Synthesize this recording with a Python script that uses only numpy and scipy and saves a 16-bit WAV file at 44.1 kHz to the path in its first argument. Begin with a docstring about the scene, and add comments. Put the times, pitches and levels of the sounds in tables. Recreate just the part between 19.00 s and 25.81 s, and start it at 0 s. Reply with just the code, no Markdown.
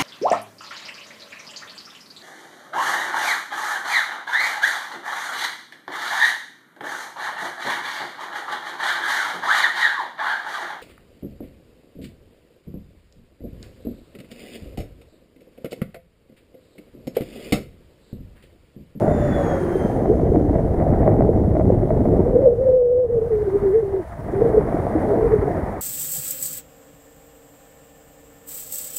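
"""Gusty wind rumbles and rushes on a small microphone as a model jet with two ducted fans
passes over an open field, its whine falling, and flies off.
Wind is banded noise under shared gusts; crackles and pops ring short modes; hoots and whistles are
shaken near-sines. The jet is Doppler-shifted tones and noise on a straight pass.
Under it all lie the recorder's hiss and its thin whine, a comb of steady-pitched lines."""
import sys
import numpy as np
from scipy import signal
from scipy.io import wavfile

SR = 44100
rng = np.random.default_rng(int(sys.argv[2]) if len(sys.argv) > 2 else 0)


def dump_mix(stems):
    """Bounce the given channels to the path in sys.argv[1] as a 16-bit WAV at rate SR."""
    frames = np.atleast_2d(stems).T  # one column per channel
    limited = np.clip(frames, -1, 1)  # hard clip at full scale
    pcm = np.round(limited * 32767).astype(np.int16)
    wavfile.write(sys.argv[1], SR, pcm)


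N = 300321
TIME_S = np.arange(N) / SR


def from_db(db):
    """Amplitude gain of a level in dB."""
    return 10 ** (np.asarray(db) / 20)


def rms_one(x):
    """Scale a signal to rms 1."""
    return x / np.sqrt(np.mean(x ** 2) + 1e-20)


def in_time(rows):
    """Columns of a table after its times, drawn as lines with one value a sample."""
    start_s, *columns = np.transpose(rows)
    return [np.interp(TIME_S, start_s, column) for column in columns]


def fade(rows, edge_s):
    """Gain that opens around the first row and closes around the last."""
    to_nearest_end_s = np.minimum(TIME_S - rows[0][0], rows[-1][0] - TIME_S)
    return np.clip(to_nearest_end_s / edge_s + .5, 0, 1)


def drift(rate_hz):
    """Slow random wander of rms 1: noise twice through a one-pole low-pass, at a 20th of the sample rate."""
    pole = np.exp(-40 * np.pi * rate_hz / SR)
    noise = rng.standard_normal(N // 20 + 2002)
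    slow = signal.lfilter([1], [1, -2 * pole, pole * pole], noise)[2000:]  # drop the settling
    return np.interp(np.arange(N) / 20, np.arange(len(slow)), rms_one(slow))


def tone(pitch_hz):
    """Sine of rms 1 on a fixed or moving pitch."""
    cycles = np.cumsum(pitch_hz * np.ones(N)) / SR
    return np.sqrt(2) * np.sin(2 * np.pi * (cycles + rng.random()))


def cut(x, corner_hz, kind, order):
    """Butterworth high- or low-pass."""
    return signal.sosfilt(signal.butter(order, corner_hz, kind, fs=SR, output="sos"), x)


def coloured(points, gusts_db, patchy_db, rate_hz):
    """Third-octave noise bands that share the gusts while each flickers on its own; rms 1."""
    band_hz, band_db = np.transpose(points)
    edges_hz = band_hz[0] * 2 ** np.arange(0, np.log2(band_hz[-1] / band_hz[0]) + .3, 1 / 3)
    white, out = rng.standard_normal((2, N)), 0
    for k, (low, high) in enumerate(zip(edges_hz, edges_hz[1:])):
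        # neighbouring bands take different noises
        band_pass = signal.butter(2, [low, high], "band", fs=SR, output="sos")
        band = signal.sosfilt(band_pass, white[k % 2])
        level_db = np.interp(np.log(low * high) / 2, np.log(band_hz), band_db)
        out = out + band * from_db(level_db + gusts_db + patchy_db * drift(rate_hz))
    return rms_one(out)


# wind on the port, before its low and high cuts: start_s [s], rumble_db, heave_db, buffet_db [dB]
WIND_LEVELS = [(0, -17.5, -21.5, -24), (.21, -19, -20, -29.5), (.44, -21.5, -23.5, -26),
               (.62, -26.5, -30.5, -35.5), (1.06, -21, -22.5, -25), (1.16, -19, -22.5, -32.5),
               (1.75, -21.5, -18.5, -26.5), (2.1, -17.5, -16, -20.5), (2.45, -19.5, -20, -33.5),
               (2.62, -17.5, -17, -28), (2.8, -23, -21, -30), (3.1, -17.5, -17.5, -28.5),
               (3.42, -23.5, -24, -38), (3.52, -32.5, -27, -38.5), (3.72, -35.5, -27.5, -45.5),
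               (3.86, -57, -38.5, -60), (4.01, -46, -36, -52), (4.15, -36.5, -27.5, -39.5),
               (4.65, -35.5, -32, -41.5), (4.95, -58, -32.5, -34.5), (5.12, -43.5, -35, -52),
               (5.2, -36, -31, -60), (5.32, -27, -28, -36), (5.46, -22.5, -27, -26.5),
               (5.65, -25.5, -28.5, -30.5), (5.9, -24.5, -29, -29), (6.13, -21, -26, -20.5),
               (6.32, -29.5, -21.5, -42.5), (6.5, -23, -27.5, -28.5), (6.81, -33.5, -32.5, -33.5)]
# rush of air past the housing, and treble hiss: start_s [s], rush_db, hiss_db [dB]
AIR_LEVELS = [(0, -36, -56), (.15, -34.5, -59), (.36, -35, -56.5), (.6, -36.5, -57), (.87, -36, -56),
              (1.1, -45, -61.5), (1.35, -46, -62.5), (2.05, -38, -61.5), (2.37, -47, -64),
              (3.07, -44.5, -62.5), (3.42, -46.5, -64), (3.52, -54.5, -66.5), (3.69, -49.5, -65),
              (3.8, -61, -70.5), (4.02, -56.5, -71), (4.2, -47.5, -65), (4.5, -40, -61.5),
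              (4.95, -44.5, -63.5), (5.4, -37.5, -60), (6.03, -34.5, -58.5), (6.81, -34.5, -60.5)]
# noise colours of the wind, deep to bright: band_hz [Hz], level_db [dB per Hz]
HEAVE_COLOUR = [(20, -8), (35, -7.5), (60, -5.5), (95, -5.5), (130, -7.5), (180, -17.5)]
RUMBLE_COLOUR = [(60, -22), (100, -17.5), (150, -1), (250, -3), (350, -2.5), (450, -6), (560, -14),
                 (700, -31.5)]
BUFFET_COLOUR = [(250, -19), (400, -7.5), (520, 0.5), (650, 3), (800, -8.5), (1000, -18), (1400, -43)]
RUSH_COLOUR = [(400, -29.5), (700, 4.5), (1100, -2.5), (1500, -8.5), (2000, -7.5), (2400, -22), (3000, -20)]
PORT_LOW_HZ, PORT_HIGH_HZ = 28.6, 920   # edges of the pressure on the port


def wind():
    """Eddies press on the port: lumps that reach from the heaving up into the rush."""
    rumble_db, heave_db, buffet_db = in_time(WIND_LEVELS)
    rush_db = in_time(AIR_LEVELS)[0]
    lumps, flurry, gusts = drift(47), drift(93), drift(4.1)
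    rumble = coloured(RUMBLE_COLOUR, 2.0 * lumps + 0.46 * gusts, patchy_db=1.5, rate_hz=45)
    buffet = coloured(BUFFET_COLOUR, 1.1 * lumps + 0.5 * flurry + 1.2 * gusts, patchy_db=1.5, rate_hz=15)
    rush = coloured(RUSH_COLOUR, 1.3 * lumps + 0.5 * flurry + .8 * gusts, patchy_db=1.6, rate_hz=14)
    heave = coloured(HEAVE_COLOUR, 1.0 * lumps, patchy_db=2.5, rate_hz=43)
    pressure = from_db(heave_db) * heave + from_db(rumble_db) * rumble + from_db(buffet_db) * buffet
    pressure = cut(pressure, PORT_LOW_HZ, "high", order=2)
    pressure = cut(pressure, PORT_HIGH_HZ, "low", order=3)
    return pressure + from_db(rush_db) * rush


# colour of the recorder's hiss: band_hz [Hz], level_db [dB per Hz]
HISS_COLOUR = [(1500, -23), (2500, 8.5), (4000, 3.5), (7000, 1.5), (9500, 3), (12000, 0), (16000, -1.5)]
# lines of the whine: place from the centre [buzz rates]
WHINE_PLACES = [-2, -1, 0, 1, 2, 2.5, 3, 4, 5]
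# the same lines: level_db [dB relative to the hiss, before they follow it and waver]
WHINE_DB = [-27.5, -23, -17, -21.5, -24.5, -14.5, -18, -26, -26.5]
WHINE_HZ, BUZZ_HZ = 9337.6, 72.7   # centre of the comb and its spacing
WHINE_FOLLOWS = .5   # the whine swings this share further than the hiss, in dB


def electronics():
    """Smooth hiss with a comb of thin, wavering lines on it."""
    whine = 0
    for place, level_db in zip(WHINE_PLACES, WHINE_DB):
        whine = whine + from_db(level_db + 3.0 * drift(12)) * tone(WHINE_HZ + place * BUZZ_HZ)
    flutter_db = .8 * drift(16)
    hiss = coloured(HISS_COLOUR, flutter_db, patchy_db=.6, rate_hz=18)
    hiss_db = in_time(AIR_LEVELS)[1]
    follow_db = WHINE_FOLLOWS * (hiss_db - hiss_db.mean())
    return from_db(hiss_db) * (hiss + whine * from_db(follow_db))


BLADE_HZ, BLADES = 3367, 6   # blade pitch before the Doppler shift; blades on each fan
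SPEED_M_S, SOUND_M_S = 30, 343
CLOSEST_M, CLOSEST_S = 9.5, .445   # nearest distance of the pass, and when
FALL_DB, OFF_AIM_DB = 6.5, 17.5   # loss per doubling of distance over grass; most lost outside a lobe


def flight():
    """Straight pass: blade pitch with its Doppler shift, distance, and angle from ahead of the jet."""
    gone_m = SPEED_M_S * (TIME_S - CLOSEST_S)
    distance_m = np.hypot(gone_m, CLOSEST_M)
    blade_hz = BLADE_HZ / (1 + SPEED_M_S / SOUND_M_S * gone_m / distance_m)
    angle_deg = np.degrees(np.arccos(-gone_m / distance_m))
    return blade_hz, distance_m, angle_deg


def lobe(level_db, aim_deg, width_deg):
    """Gain toward the listener: a beam aimed at an angle from ahead, weakened by distance."""
    _, distance_m, angle_deg = flight()
    off_aim_db = np.minimum(10 * ((angle_deg - aim_deg) / width_deg) ** 2, OFF_AIM_DB)
    return from_db(level_db - off_aim_db - FALL_DB * np.log2(distance_m / CLOSEST_M))


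# the two shafts beat: rate, a moment when they add up, depth 0-1; and the pitch jitter as a share
BEAT_HZ, IN_STEP_S, BEAT_DEPTH, SHAFT_JITTER = 7, .26, 0.9, .003


def shaft():
    """Turning rate of the fans, one blade pitch divided by the blades, with a beating level."""
    shaft_hz = flight()[0] / BLADES * (1 + SHAFT_JITTER * drift(40))
    beat = 1 + BEAT_DEPTH * np.cos(2 * np.pi * BEAT_HZ * (TIME_S - IN_STEP_S))
    gain = lobe(level_db=-26, aim_deg=61, width_deg=64)
    return gain * beat * from_db(1.0 * drift(20)) * tone(shaft_hz)


# howling bands of the ducts: pitch [share of the blade pitch], level_db [dB within the howl]
DUCT_BANDS = [(.35, -3), (.44, -2), (.535, 0)]


def duct_howl():
    """Ducts howl in narrow bands: tones roughened by a random gain."""
    blade_hz = flight()[0]
    howl = sum(from_db(db) * drift(40) * tone(share * blade_hz) for share, db in DUCT_BANDS)
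    return lobe(level_db=-46, aim_deg=95, width_deg=60) * howl


# fan tones on arrival, before shade and twinkle: start_s [s], blade_db, octave_db [dB]
FAN_TONES = [(0, -85, -72), (.05, -75, -62), (.1, -64, -63), (.16, -58, -60), (.26, -60, -60),
             (.35, -49, -64), (.43, -56, -58), (.52, -53, -58), (.6, -69, -66), (.7, -66, -71),
             (.8, -60, -66), (.9, -67, -71), (1.0, -78, -76), (1.08, -71, -75), (1.17, -81, -79),
             (1.3, -75, -79), (1.55, -81, -81), (1.75, -88, -90), (2.2, -100, -100)]
FAN_SPREAD = .0066   # the fans differ in speed by twice this share
# the fuselage shades the far fan until the jet is seen from behind
FAR_FAN_DB, UNSHADED_DEG, SHADE_EDGE_DEG = -12, 115, 8


def fan_blades():
    """Blades chop the air: each fan sounds its blade tone and the octave, each twinkling in level."""
    blade_hz, _, angle_deg = flight()
    shade_db = FAR_FAN_DB * np.clip((UNSHADED_DEG - angle_deg) / SHADE_EDGE_DEG, 0, 1)
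    out = 0
    for side in (-1, 1):   # near fan, far fan
        fan_hz = blade_hz * (1 + side * FAN_SPREAD + 0.001 * drift(40))
        for order, level_db in enumerate(in_time(FAN_TONES), 1):
            twinkle_db = 2.2 * drift(14)
            out = out + from_db(level_db + (side > 0) * shade_db + twinkle_db) * tone(order * fan_hz)
    return out


# colours of the efflux's roar and its hiss: band_hz [Hz], level_db [dB per Hz]
ROAR_COLOUR = [(800, -9.5), (1100, 3.5), (1400, 0), (1800, -1.5), (2100, -9), (2400, -30.5)]
EFFLUX_COLOUR = [(1500, 9), (2500, 9.5), (4000, 3), (7000, 7.5), (10000, -19), (14000, -13)]


def efflux():
    """Turbulent air behind the fans: a roar and a brighter hiss, each with its own beam."""
    roar = coloured(ROAR_COLOUR, 0, patchy_db=-0.5, rate_hz=20)
    hiss = coloured(EFFLUX_COLOUR, .4 * drift(12), patchy_db=1.2, rate_hz=11)
    roar_gain = lobe(level_db=-39.5, aim_deg=75, width_deg=75)
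    hiss_gain = lobe(level_db=-57, aim_deg=80, width_deg=120)
    return roar_gain * roar + hiss_gain * hiss


def jet():
    """The passing jet: shaft tone, duct howl, blade tones and efflux together."""
    return shaft() + duct_howl() + fan_blades() + efflux()


# sharp crackles of the gusts: start_s [s], click_db [dB, before the modes and softening]
CRACKLES = [(0.079, -8.5), (0.838, -17), (0.993, -13), (1.057, -8), (1.198, -12), (1.359, -6), (1.556, -10),
            (1.823, -10), (1.936, -10), (2.077, 1), (2.143, -18), (2.207, -4), (2.221, -7), (2.416, -21),
            (2.552, -10), (2.568, -6), (2.597, -7), (2.905, -4.5), (3.054, -7.5), (3.408, -17),
            (5.685, -10), (5.725, -9), (5.768, -9.5), (5.867, -5.5)]
# short modes of the housing: pitch_hz [Hz], level_db [dB], t60_s [s]
CRACKLE_MODES = [(648.5, -2, 0.028), (1020, -21.5, 0.0023), (1890, -25.5, 0.009)]
CRACKLE_SOFT_HZ = 1240   # a puff of air is no hard click
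SMALL_PER_S = 80.0   # mean rate of the small crackles


def crackles():
    """Clicks ring the housing's short modes: placed ones, and small chance ones that swell with the rumble."""
    rumble_db = in_time(WIND_LEVELS)[0]
    chance_db = 2.4 * np.minimum(rng.exponential(1, N), 2)
    small = (rng.random(N) < SMALL_PER_S / SR) * from_db(rumble_db + chance_db)
    start_s, click_db = np.transpose(CRACKLES)
    out = 0
    for pitch_hz, level_db, t60_s in CRACKLE_MODES:
        clicks = small * from_db(2 * rng.standard_normal(N))
        clicks[np.round(start_s * SR).astype(int)] = from_db(click_db)
        # two-pole resonator; the tiny offset keeps its tail from going denormal
        pole, turn = from_db(-60 / (t60_s * SR)), 2 * np.pi * pitch_hz / SR
        feedback = [1, -2 * pole * np.cos(turn), pole * pole]
        out = out + from_db(level_db) * signal.lfilter([0, np.sin(turn)], feedback, clicks + 1e-18)
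    return cut(out, CRACKLE_SOFT_HZ, "low", order=1)


def shed(spell, edge_s):
    """Vortices shed at the port's edge: a near sine whose pitch and strength shake with the turbulence."""
    pitch_hz, level_db, rough = in_time(spell)
    rough = np.clip(rough, 0, 1)
    steady = tone(pitch_hz * (1 + 0.0513 * rough * drift(24.9)))
    shaken = tone(pitch_hz * (1 + 0.044 * drift(14.0))) * drift(55)
    blend = np.sqrt(1 - rough ** 2) * steady + rough * shaken
    return fade(spell, edge_s) * from_db(level_db) * blend


# short hoots: start_s, length_s [s], first_hz, middle_hz, last_hz [Hz], level_db [dB]
HOOTS = [(0.585, 0.24, 344.7, 371.3, 392, -23), (1.088, 0.056, 400, 430, 483, -14.5),
         (1.38, 0.13, 296, 294, 320, -23), (4.927, 0.37, 640, 655, 640, -43),
         (6.088, 0.12, 691.6, 674, 698, -26.5), (6.458, 0.066, 660, 673, 723, -24.5)]
HOOT_EDGE_S, HOOT_ROUGH = 0.063, 0.694   # fade length; share of shaken tone 0-1


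def hoots():
    """Short, rough vortex tones, each gliding through three pitches."""
    out = 0
    for start_s, length_s, *pitches_hz, level_db in HOOTS:
        glide = [(start_s + length_s * k / 2, pitch_hz, level_db, HOOT_ROUGH)
                 for k, pitch_hz in enumerate(pitches_hz)]
        out = out + shed(glide, HOOT_EDGE_S)
    return out


# pressure pops on the port: start_s [s], level_db [dB at the start of the decay], ring_hz [Hz], t60_s [s]
POPS = [(0.754, -4.5, 400, 0.057), (1.021, -2.5, 245, 0.026), (1.097, -2, 404, 0.046),
        (1.23, -2.5, 358, 0.048), (1.299, -10, 75, 0.11), (1.317, -4, 423, 0.047), (1.368, -1.5, 307, 0.05),
        (1.506, -6.5, 282, 0.071), (2.289, -0.5, 463, 0.051), (2.412, -3.5, 327, 0.024),
        (2.7, 4, 504, 0.025), (2.721, -4, 362, 0.058), (2.823, -10.5, 363, 0.12), (3.118, 1, 190, 0.013),
        (3.306, -8.5, 461, 0.072), (4.624, -8.5, 203.3, 0.026), (5.571, -3, 442, 0.08),
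        (5.742, -5, 304, 0.039), (5.951, -7, 316, 0.12)]
POP_ATTACK_S = 0.0031


def pops():
    """A sudden pressure step rings the port's cavity: a decaying sine with a soft attack."""
    out, ring_s = np.zeros(N + SR), np.arange(SR // 5) / SR
    attack = np.sin(np.pi / 2 * np.minimum(ring_s / POP_ATTACK_S, 1)) ** 2
    for start_s, level_db, ring_hz, t60_s in POPS:
        decay = from_db(level_db - 60 * ring_s / max(t60_s, .005))
        at = round(start_s * SR)
        out[at:at + len(ring_s)] += decay * attack * np.sin(2 * np.pi * ring_hz * ring_s)
    return out[:N]


# spells of whistling, one table each: start_s [s], pitch_hz [Hz], level_db [dB], rough [share shaken, 0-1]
WHISTLES = [
    [(3.24, 464.7, -19, 0.64), (3.282, 505, -17, 0.82), (3.3, 517, -28, 0.55), (3.318, 523, -18, 0.5),
     (3.326, 506, -23, 0.6), (3.336, 491.4, -16, 0.54), (3.392, 501.4, -14, 0.64), (3.4, 570, -20, 0.52),
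     (3.41, 572, -14.5, 0.49), (3.448, 528.4, -13.5, 0.68), (3.466, 517, -8.5, 0.38),
     (3.478, 474.6, -11.5, 0.52), (3.538, 481, -20.5, 0.59), (3.57, 451, -30.5, 0.57)],
    [(3.57, 471, -20, 0.33), (3.586, 489.3, -19, 0.61), (3.682, 530, -15, 0.43), (3.69, 520.4, -12.5, 0.3),
     (3.88, 487, -16, 0.21), (4.0, 505, -14, 0.29), (4.026, 505, -17, 0.1), (4.054, 470, -16.5, 0.4),
     (4.076, 432, -33.5, 0.31), (4.1, 453.6, -20.5, 0.27), (4.112, 493, -25, 0.38),
     (4.142, 486, -16.5, 0.37), (4.162, 457, -17.5, 0.3), (4.188, 453.2, -13, 0.07),
     (4.204, 428, -33.5, 0.24), (4.216, 447.3, -18.5, 0.42), (4.282, 476.6, -24, 0.35),
     (4.292, 467, -38, 0.29), (4.308, 467, -17, 0.17), (4.336, 429.8, -15.5, 0.27), (4.4, 416, -22.5, 0.32),
     (4.428, 420, -16.5, 0.29), (4.444, 414, -29, 0.3), (4.482, 384, -13, 0.48), (4.502, 378, -30, 0.38),
     (4.556, 410, -9.5, 0.29), (4.598, 388.3, -32.5, 0.22), (4.636, 420, -16.5, 0.48),
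     (4.668, 383.5, -13.5, 0.21), (4.722, 385.4, -18.5, 0.14), (4.756, 450, -10, 0.12),
     (4.798, 454, -16.5, 0.25), (4.818, 456.3, -24.5, 0.32), (4.83, 402, -15.5, 0.14),
     (4.84, 394.8, -23.5, 0.34), (4.926, 396.4, -27.5, 0.34), (4.942, 383, -16.5, 0.2),
     (4.976, 386.6, -19, 0.25), (5.01, 333, -24.5, 0.57), (5.028, 319, -29, 0.5)],
    [(5.316, 361, -37, 0.2), (5.34, 393, -20.5, 0.44), (5.398, 388.7, -20, 0.13), (5.428, 473, -16, 0.5),
     (5.436, 490, -31, 0.4), (5.454, 455.4, -11.5, 0.28), (5.53, 454, -32, 0.43), (5.546, 424, -13.5, 0.39),
     (5.56, 418, -22.5, 0.7), (5.576, 432.4, -8.5, 0.25), (5.63, 380, -39, 0.43)],
    [(6.07, 436, -24, 0.47), (6.104, 410, -23, 0.36), (6.13, 409, -20, 0.3), (6.146, 496, -19.5, 0.5),
     (6.164, 481, -29, 0.43), (6.19, 430, -22.5, 0.33), (6.232, 425.3, -13, 0.78), (6.262, 477, -13, 0.46),
     (6.292, 404, -26.5, 0.5), (6.332, 450, -12.5, 0.61), (6.37, 414, -20, 0.6), (6.412, 410, -31, 0.6),
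     (6.436, 420, -18, 0.4), (6.456, 430.5, -40, 0.5), (6.478, 432.4, -15.5, 0.26), (6.5, 411, -32, 0.5)],
]


def whistles():
    """Longer spells of wind whistling in the port, wandering in pitch and level."""
    return sum(shed(spell, edge_s=0.031) for spell in WHISTLES)


PEAK_LIMIT = .88   # highest level allowed to the wind, before its top is dulled
HOUSING_HZ = 2310   # top of all that the wind makes


def scene():
    """Everything at one microphone; the wind's rare highest peaks are limited and its top dulled."""
    pressure = wind() + crackles() + hoots() + pops() + whistles()
    limited = np.clip(pressure, -PEAK_LIMIT, PEAK_LIMIT)
    blown = cut(limited, HOUSING_HZ, "low", order=14)
    return (blown + jet() + electronics())[None]


CUTOFF_HZ = 15680


def record(dry):
    """The top is cut steeply, by an elliptic low-pass."""
    steep = signal.ellip(12, .5, 70, CUTOFF_HZ, fs=SR, output="sos")   # .5 dB ripple, 70 dB stop
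    return signal.sosfilt(steep, dry)


dry = scene()
out = record(dry)
dump_mix(out)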